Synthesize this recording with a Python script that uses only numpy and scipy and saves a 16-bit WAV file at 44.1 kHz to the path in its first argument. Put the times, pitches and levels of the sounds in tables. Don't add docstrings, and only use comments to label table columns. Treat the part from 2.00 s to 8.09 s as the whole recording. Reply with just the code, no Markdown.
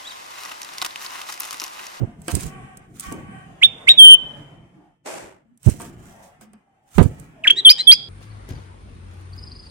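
import sys
import numpy as np
from scipy import signal
from scipy.fft import rfft, irfft
from scipy.io import wavfile
from scipy.ndimage import map_coordinates

SR = 44100
rng = np.random.default_rng(int(sys.argv[2]) if len(sys.argv) > 2 else 0)


def waveform_to_disk(signal):
    frames = np.transpose(np.atleast_2d(signal))
    scaled = np.clip(frames, -1, 1) * 32767
    samples = np.round(scaled).astype(np.int16)
    wavfile.write(sys.argv[1], SR, samples)


N = 268480
T = np.arange(N) / SR
HOOK_BREAK_HZ = 4540


def undb(db):
    return 10 ** (np.asarray(db) / 20)


def unit(x):
    return x / np.sqrt(np.mean(x ** 2))


def pan(db):
    return undb(np.array([[db], [-db]]) / 2)


def curves(rows):
    s, *columns = np.transpose(rows)
    return [np.interp(T, s, c) for c in columns]


def delay(x, ms):
    return np.interp(T - ms / 1000, T, x, left=0)


def walk(rate_hz):
    knots = rng.standard_normal(N)
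    return unit(map_coordinates(knots, [T * rate_hz], order=3, mode="mirror"))


def noise(side_db):
    mid, side = rng.standard_normal((2, N))
    return mid + undb(side_db) * side * np.array([[1], [-1]])


def colour(x, points):
    hz, db = np.transpose(points)
    f = np.maximum(np.fft.rfftfreq(N, 1 / SR), 1)
    gain_db = np.interp(np.log(f), np.log(hz), db, left=-90, right=-90)
    return irfft(rfft(x) * undb(gain_db), N)


def lowpass(x, hz):
    return signal.sosfilt(signal.butter(2, hz, fs=SR, output="sos"), x)


def ring(x, modes):
    out = 0
    for hz, width, db in modes:
        b, a = signal.iirpeak(min(hz, .45 * SR), hz / width, SR)
        out = out + undb(db) * signal.lfilter(b, a, x)
    return out


def patchy(x, depth_db, rate_hz, spacing_hz):
    f, s, z = signal.stft(x, SR, nperseg=4096)
    places = np.meshgrid(f / spacing_hz, s * rate_hz, indexing="ij")
    chance = map_coordinates(rng.standard_normal((512, 256)), places, order=3, mode="mirror")
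    return signal.istft(z * undb(depth_db * np.tanh(chance)), SR)[1][..., :N]


def swell(s, db, rise, fade):
    climb = np.minimum(T - s, 0) / abs(rise)
    fall = (np.maximum(T - s, 0) / fade) ** 2
    return undb(db) * np.exp(climb - fall)


def burst(s, decay_s):
    return (T >= s) * np.exp(-np.abs(T - s) / decay_s)


def leap(age, glide_s):
    return .5 + .5 * np.tanh(age / glide_s)


def bulbul(waver=0.0008, slip=0.68):
    half_db, half_db_per_octave = -1, 8
    upper_half_db, second_db, top_half_db = -10, -9, -22
    overtone_db, strain_db = -48, -14
    air_db, rasp_air_db = -50, -11
    # pitch in Hz, left level in dB, right level in dB.
    song_ports = [(1650, -1, 0.5), (2150, -3.5, 3.5), (2700, -3, 4), (2760, -11.5, 2), (2960, 0, 0),
                  (3080, 1.5, -2.5), (3207, 1, 0.5), (3306, -4.5, 4), (3600, 0.5, 5), (3740, 0.5, 0.5),
                  (4100, 3.5, -3.5), (4370, -6, -2.5), (4860, 2, 2)]
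    # frequency in Hz, relative level in dB.
    beak_hiss = [(800, -11.5), (1800, 4.5), (3000, 0), (5500, -6.5), (8000, 1.5), (9500, -13), (16000, -25)]

    force, *weighted = upsweeps() + slurs() + arches() + hooks()
    hz, left_lag_ms, lean_db, burr_db, rasp_db = np.array(weighted) / (force + 1e-12)
    hz = hz * (1 + waver * walk(300))

    undertone = undb(half_db + half_db_per_octave * np.log2((hz + 1) / HOOK_BREAK_HZ))
    phase = 2 * np.pi * np.cumsum(hz) / SR + undb(rasp_db) * walk(2400)
    shaken = force * (1 + undb(rasp_db) * walk(2400))
    overtones = undb(overtone_db) + undb(strain_db + rasp_db)
    stumble = slip * walk(500)

    port_hz, left_db, right_db = np.transpose(song_ports)
    left = (left_lag_ms, np.interp(hz, port_hz, left_db) + lean_db / 2)
    right = (0, np.interp(hz, port_hz, right_db) - lean_db / 2)
    ports = []
    for lag_ms, side_db in (left, right):
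        p = phase - 2 * np.pi * hz * lag_ms / 1000
        half = p / 2 + stumble
        burr = undertone * np.sin(half)
        burr = burr + undb(upper_half_db) * np.sin(p + half)
        burr = burr + undb(second_db) * np.sin(2 * p + stumble)
        burr = burr + undb(top_half_db) * np.sin(2 * p + half)
        strain = np.sin(2 * p + 2 * stumble) + np.sin(4 * p + 4 * stumble) / 4
        voice = np.sin(p) + undb(burr_db) * burr + overtones * strain
        ports.append(shaken * undb(side_db) * voice)

    breath = undb(air_db) * np.sqrt(force) + undb(rasp_air_db + rasp_db) * force
    return np.array(ports) + breath * unit(colour(noise(0), beak_hiss))


def upsweeps(glide_s=.0058, attack_s=.024, release_s=.019):
    low_hz, scoop_hz, scoop_s, sag_hz_per_s = 2080, 700, .002, 7800
    low_db, low_burr_db, low_rasp_db = -3, -26, -21
    accent_db, accent_after_s, accent_s = 4, .002, .004
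    # start in s, length in s, level in dB, left microphone delay in ms, lean to the left in dB,
    # burr in dB and rasp in dB after the leap, pitch at the leap's top in Hz, leap after s.
    leaping_notes = [(1.612, .059, -4.5, .11, 1, -29.5, -40, 3760, .0208),
                     (1.867, .065, -2, 0.16, 0, -25, -38.5, 3957, .0222)]
    out = 0
    for s, length, db, lag_ms, lean_db, burr_db, rasp_db, top_hz, leap_s in leaping_notes:
        age = T - s - leap_s
        up = leap(age, glide_s)
        start_hz = low_hz - scoop_hz * np.exp(-np.abs(T - s) / scoop_s)
        hz = (1 - up) * start_hz + up * (top_hz - sag_hz_per_s * age)
        accent = (1 - up) * low_db + accent_db * np.exp(-((age - accent_after_s) / accent_s) ** 2)
        burr = (1 - up) * low_burr_db + up * burr_db
        rasp = (1 - up) * low_rasp_db + up * rasp_db
        out = out + note(s, length, db + accent, lag_ms, lean_db, burr, rasp, hz, attack_s, release_s)
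    return out


def slurs(attack_share=.19, release_s=0.015):
    settle_s, settle_share = .013, .082
    vibrato_hz, depth_hz = 14.9, 22
    # start in s, length in s, level in dB,
    # left microphone delay in ms, lean to the left in dB, burr in dB, rasp in dB,
    # first pitch and last pitch in Hz, both before vibrato.
    falling_notes = [(1.972, .185, 4.5, .14, -0.5, -47.5, -56, 3680, 3069),
                     (5.436, 0.039, -17.5, 0.062, 1.5, -37, -22.5, 3217, 1256)]
    out = 0
    for s, length, *voice, first_hz, last_hz in falling_notes:
        age = np.maximum(T - s, 0)
        settling = np.exp(-age / (settle_s + settle_share * length))
        vibrato = depth_hz * np.cos(2 * np.pi * vibrato_hz * age)
        hz = last_hz + (first_hz - last_hz) * settling + vibrato
        out = out + note(s, length, *voice, hz, attack_share * length, release_s)
    return out


def arches(attack_share=0.75, release_share=0.46):
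    rise_power, fall_power = 1.3, 2.4
    hoarse_db, hoarse_share = 14, 0.35
    # start in s, length in s, level in dB,
    # left microphone delay in ms, lean to the left in dB, burr in dB and rasp in dB before the hoarse start
    # is added, first pitch, top pitch and last pitch in Hz, crest after s.
    arched_notes = [(5.466, 0.024, 0, 0.096, 5.5, -24, -29, 1110, 3400, 1528, 0.013),
                    (5.495, 0.024, 1, 0.098, 1.5, -26, -29, 998, 3290, 3000, 0.011),
                    (5.555, 0.061, -13, 0.03, -2.5, -21, -33, 3440, 4000, 3043, .035),
                    (5.775, 0.054, -12.5, 0.032, -4, -20.5, -21, 3543, 4140, 4020, 0.036)]
    out = 0
    for s, length, *voice, burr_db, rasp_db, first_hz, top_hz, last_hz, crest in arched_notes:
        age = T - s - crest
        below = (top_hz - first_hz) * np.abs(age / crest) ** rise_power
        beyond = (top_hz - last_hz) * np.abs(age / (length - crest)) ** fall_power
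        hz = top_hz - np.where(age < 0, below, beyond)
        hoarse = hoarse_db * np.exp(-((T - s) / (hoarse_share * length)) ** 2)
        attack_s, release_s = attack_share * length, release_share * length
        out = out + note(s, length, *voice, burr_db + hoarse, rasp_db + hoarse, hz, attack_s, release_s)
    return out


def hooks(dip_s=0.043, break_s=.048, glide_s=0.0034, attack_s=0.015, release_s=0.027):
    climb_hz_per_s, upper_db, catch_db, high_lag_ms = 23000, -2, -4, 0.062
    low_burr_db, high_burr_db = -54, -18
    low_rasp_db, high_rasp_db = -35, -17
    # start in s, length in s, level in dB, then for the low register left microphone delay in ms
    # and lean to the left in dB, first pitch in Hz, dip pitch in Hz.
    breaking_notes = [(5.646, 0.083, 2.5, 0.093, 3.5, 3696, 3067), (5.868, 0.08, 2, 0.12, -2, 3508, 3228)]
    out = 0
    for s, length, db, lag_ms, lean_db, first_hz, dip_hz in breaking_notes:
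        age = T - s
        up = leap(age - break_s, glide_s)
        catch = catch_db * np.exp(-((age - break_s) / glide_s) ** 2)
        low = dip_hz + (first_hz - dip_hz) * (1 - age / dip_s) ** 2
        high = HOOK_BREAK_HZ + climb_hz_per_s * (age - break_s)
        hz = (1 - up) * low + up * high
        lag = (1 - up) * lag_ms + up * high_lag_ms
        burr = (1 - up) * low_burr_db + up * high_burr_db
        rasp = (1 - up) * low_rasp_db + up * high_rasp_db
        level_db = db + up * upper_db + catch
        out = out + note(s, length, level_db, lag, (1 - up) * lean_db, burr, rasp, hz, attack_s, release_s)
    return out


def note(s, length, db, lag_ms, lean_db, burr_db, rasp_db, hz, attack_s, release_s):
    opening = np.clip((T - s) / attack_s, 0, 1)
    closing = np.clip((s + length - T) / release_s, 0, 1)
    force = undb(db) * (np.sin(np.pi / 2 * opening) * np.sin(np.pi / 2 * closing)) ** 2
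    return force * np.array(np.broadcast_arrays(1, hz, lag_ms, lean_db, burr_db, rasp_db))


def draughts(left_db=-30, slowing=0.22, wake_s=0.029):
    # start in s, level in dB at the right, pitch in Hz halfway through, length in s,
    # turbulence in dB and wake in dB, both relative to the stroke.
    strokes = [(0, -11, 118, 0.058, -9.5, -37), (0.325, -11.5, 82.5, 0.043, -9.5, -11),
               (0.425, -26.5, 62, 0.061, -5.5, -18), (1.06, -31, 59, 0.043, -8, -7),
               (3.6612, 2.5, 114.3, 0.028, -17, -39), (3.678, -5.5, 58, 0.023, -10, -41),
               (3.71, -19, 96, 0.025, -22, -17), (4.952, -18, 63, 0.044, -20, -29),
               (4.979, 4, 177.3, 0.0228, -4, -29), (4.998, -0.5, 100.2, 0.03, -1, -26),
               (5.029, -13, 85, 0.037, -10, -33), (5.052, -4, 104, 0.019, -17, -27)]
    # frequency in Hz, relative level in dB.
    eddy_colour = [(15, 1.5), (50, -5.5), (90, -1.5), (200, 0.5), (300, -6), (400, -7), (560, -16.5),
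                   (1000, -28.5), (2500, -51.5)]
    eddies = unit(colour(noise(0), eddy_colour))
    out = np.zeros((2, N))
    for s, db, hz, length, eddy_db, wake_db in strokes:
        age = np.clip((T - s) / length, 0, 1)
        swing = np.sin(2 * np.pi * hz * length * age * (1 + slowing * (1 - age)))
        out += undb(db) * np.sin(np.pi * age) * (swing + undb(eddy_db) * eddies)
        out += swell(s + length, db + wake_db, length / 10, wake_s) * eddies
    return out * np.array([[undb(left_db)], [1]])


def flick(knock_db=-7, knock_s=0.016):
    # start in s, level in dB, decay in s.
    snap = (4.983, -9, 0.0021)
    # frequency in Hz, relative level in dB.
    case_knock = [(200, -8), (380, -4.5), (520, -2.5), (700, -5), (1050, -8.5), (2000, -17), (5000, -35)]
    snap_colour = [(300, 13), (2000, -12), (16000, -25)]  # (Hz, relative dB)
    s, db, decay_s = snap

    def strike(points, fade_s):
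        return unit(colour(noise(0)[0], points)) * burst(s, fade_s)

    hit = undb(db) * strike(snap_colour, decay_s) + undb(knock_db) * strike(case_knock, knock_s)
    return np.array([0 * hit, hit])


def claws(contact_s=0.0031, gain_db=-6, pan_db=-6):
    # start in s, level in dB relative to the other ticks.
    scratches = [(0.2178, -35), (.281, -18.5), (.316, -20), (0.3516, -8), (0.408, -21.5), (.433, -24),
                 (.465, -27.5), (0.7717, -30), (0.997, -16.5), (1.0066, -23), (1.1235, -22.5),
                 (3.5751, -45.5), (3.6305, -34.5), (3.661, -26), (3.699, -22.5), (3.7987, -35),
                 (3.8085, -30), (3.8175, -25.5), (4.411, -38.5), (4.533, -44), (4.9814, -23), (5.028, -23),
                 (5.035, -29), (5.198, -33)]
    # frequency in Hz, width in Hz, relative level in dB.
    claw_modes = [(3600, 900, -11), (6460, 400, -2.5), (7580, 270, -4.5), (8450, 1000, 13.5),
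                  (10000, 650, -2.5), (12400, 1700, -7), (15440, 210, -34)]
    push = sum(undb(db) * burst(s, contact_s) for s, db in scratches)
    steady_level = np.std(ring(noise(0), claw_modes))
    ticks = ring(push * noise(0), claw_modes) / steady_level
    return ticks * undb(gain_db) * pan(pan_db)


def jolts(side_db=-4):
    # start in s, level in dB, decay of the rattle in s, brightness (low-pass corner) in Hz.
    knocks = [(0.282, -23, 0.0197, 2500), (1.118, -29, 0.047, 360), (3.801, -36.5, 0.05, 1840),
              (4.411, -47.5, 0.034, 2000), (4.534, -50, 0.016, 1977), (5.029, -30.5, 0.014, 2500)]
    # frequency in Hz, width in Hz, relative level in dB.
    cage_modes = [(250, 89, -20.5), (315, 140, -4), (513.2, 110, -7), (700, 29, -1), (915, 49, -3),
                  (1130, 110, -5), (1560, 78, -7), (2384, 600, -13), (2980, 190, -12.5), (4680, 430, -9)]
    frame = ring(noise(side_db), cage_modes)
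    out = 0
    for s, db, decay_s, bright_hz in knocks:
        rattle = unit(lowpass(frame, bright_hz))
        out = out + rattle * undb(db) * burst(s, decay_s)
    return out


def feathers(flutter_db=2, grain_db=2.0, pan_db=-4):
    # peak time in s, level in dB before panning, rise in s, fade in s.
    flurries = [(.31, -34, 0.026, 0.076), (.405, -38, 0.017, 0.075), (1.011, -44.5, .035, 0.13),
                (3.658, -39, 0.012, 0.075), (3.81, -43.5, 0.037, 0.081), (4.06, -54, 0.064, .12),
                (4.23, -56, 0.01, 0.071), (4.415, -49, 0.0039, 0.03), (4.96, -42.5, 0.025, 0.1),
                (5.19, -59, .06, .1)]
    # frequency in Hz, relative level in dB.
    feather_colour = [(400, -4.5), (1500, -1.5), (3000, -4.5), (4500, -8), (6500, -1.5), (8700, -0.5),
                      (11000, -9.5), (15000, -10), (16500, -7)]
    brush = noise(-0.25) * undb(flutter_db * walk(60) + grain_db * walk(800))
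    rustle = unit(patchy(colour(brush, feather_colour), 4, 8, 170))
    return rustle * sum(swell(*row) for row in flurries) * pan(pan_db)


def bars(side_db=2):
    # peak time in s, level in dB, rise in s, fade in s.
    buzz = [(.54, -44, 0.112, .24), (1.05, -37.5, .018, .12), (1.33, -44, 0.08, .15)]
    # frequency in Hz, half the width of each pass in Hz, relative level in dB.
    bar_modes = [(767, 25, 3), (1136, 32, 5), (1550, 60, -3.5), (1890, 26, -1), (2250, 260, -10),
                 (2770, 51, -18), (3055, 36, -8.5), (8500, 1100, -25.5)]
    shake = patchy(noise(side_db), 4.2, 3.7, 50)
    hum = 0
    for hz, half_width, db in bar_modes:
        once = ring(shake, [(hz, 2 * half_width, 0)])
        hum = hum + ring(once, [(hz, 2 * half_width, db)])
    return unit(hum) * sum(swell(*row) for row in buzz)


def swish(grain_db=1.5, side_db=0, treble_hz=3000, treble_fade_s=0.25):
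    peak_s = 3.061
    # level in dB, rise in s, fade in s.
    rush_shape = (-32, 0.0043, 0.19)
    # frequency in Hz, relative level in dB.
    rush_colour = [(59, -45), (100, -24), (381, 2), (442, -3), (662, 3.5), (721, -11), (784, 0.5),
                   (1100, -8.5), (1580, -9.5), (2370, -10.5), (3940, -19.5), (7940, -12.5), (14400, -31),
                   (16000, -52)]
    rush = unit(colour(noise(side_db) * undb(grain_db * walk(250)), rush_colour))
    body = signal.sosfiltfilt(signal.butter(2, treble_hz, fs=SR, output="sos"), rush)
    treble_gain = np.exp(-((T - peak_s) / treble_fade_s) ** 2)
    return (body + (rush - body) * treble_gain) * swell(peak_s, *rush_shape)


def drones(side_db=-6, patchy_db=5):
    # start in s, length in s, pitch in Hz, filter width as a share of the pitch, level in dB.
    hums = [(1.444, 0.94, 590, 1, -50), (2.08, 0.65, 620, 1, -53.5), (2.72, 0.24, 720, .4, -59.5),
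            (2.712, 0.19, 312.7, .14, -55), (3.429, 0.17, 227, .14, -54), (4.05, .34, 690, 0.34, -50),
            (4.38, 0.26, 211.8, .14, -50.5), (4.551, 0.65, 777, 0.13, -63), (5.33, .2, 650, 0.14, -52.5),
            (5.46, 0.19, 370, 0.27, -43.5), (5.682, 0.52, 381, 1, -54.5)]
    air = patchy(noise(side_db), patchy_db, 8.7, 45)
    out = 0
    for s, length, hz, width, db in hums:
        band = [(hz, width * hz, 0)]
        hum = unit(ring(ring(air, band), band))
        arc = np.sin(np.pi * np.clip((T - s) / length, 0, 1))
        out = out + hum * undb(db) * arc
    return out


def outdoors(throb_db=2, low_gain_db=2.5, high_gain_db=1.0, patchy_db=7):
    # time in s, rumble in dB and murmur in dB, both before their gains.
    levels = [(0.0, -36, -50), (0.25, -49.5, -62), (0.49, -42.5, -50.5), (0.86, -52, -59),
              (1.03, -47.5, -85), (1.19, -44.5, -49), (1.32, -41.5, -55.5), (1.51, -49, -53.5),
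              (2.02, -51.5, -47), (2.39, -46, -49.5), (2.58, -51, -61), (2.88, -64.5, -65.5),
              (3.1, -74, -89), (3.22, -49, -55), (3.37, -66, -76), (3.6, -72, -76), (3.68, -46, -67.5),
              (3.81, -40, -60), (4.21, -55.5, -54.5), (4.65, -70, -71.5), (4.9, -70.5, -70),
              (5.1, -39, -52.5), (5.46, -55.5, -58.5), (5.64, -56, -49.5), (6.09, -51.5, -55)]
    # frequency in Hz, relative level in dB.
    rumble_colour = [(15, -55), (25, -8), (82, -2.5), (147, 5), (200, 0.5), (321, -5.5), (354, -6),
                     (395, -12), (436, -13.5), (600, -24.5), (700, -14), (910, -43.5), (1540, -120)]
    murmur_colour = [(350, -6), (600, -3), (760, -3), (930, -5), (1150, -8.5), (1400, -9), (2000, -9.5),
                     (3000, -15.5), (4000, -29.5), (8500, -25.5), (16000, -46)]
    rumble_db, murmur_db = curves(levels)
    rumble = unit(patchy(colour(noise(-11), rumble_colour), 4, 6, 45))
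    rumble = rumble * undb(low_gain_db + rumble_db + throb_db * walk(20))
    murmur = unit(patchy(colour(noise(1), murmur_colour), patchy_db, 6, 55))
    murmur = murmur * undb(high_gain_db + murmur_db + walk(25))
    return rumble + murmur


def porch(x, early_s=0.013, bright_hz=8500):
    t60_s, late_t60_s, late_db = .53, 1.5, -35
    early_db, tail_db = 6, -20
    # delay in ms at the left (from the second on, increasingly later
    # at the right), level in dB.
    echoes = [(3.1, -24), (7.3, -23.5), (12.4, -25.5), (21, -22)]
    near = np.zeros((2, N))
    for c in (0, 1):
        for k, (ms, db) in enumerate(echoes):
            near[c] += undb(db) * delay(x[c], ms + c * k / 10)
    fade = np.exp(-np.log(1000) * T / t60_s)
    fade = fade + undb(late_db) * np.exp(-np.log(1000) * T / late_t60_s)
    fade = fade + undb(early_db) * np.exp(-T / early_s)
    tail = lowpass(rng.standard_normal((2, N)), bright_hz) * fade * (T > .006)
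    tail = unit(tail) / np.sqrt(N) * np.sqrt(2 * bright_hz / SR)
    return x + near + undb(tail_db) * signal.fftconvolve(x, tail, axes=1)[:, :N]


def scene():
    in_porch = porch(bulbul() + claws() + jolts() + feathers())
    return in_porch + bars() + draughts() + swish() + outdoors() + drones() + flick()


def record(dry):
    top_hz = 16050
    clipped = np.clip(dry, -1, 1)
    return signal.sosfiltfilt(signal.ellip(8, .05, 60, top_hz, fs=SR, output="sos"), clipped)


dry = scene()
out = record(dry)
waveform_to_disk(out)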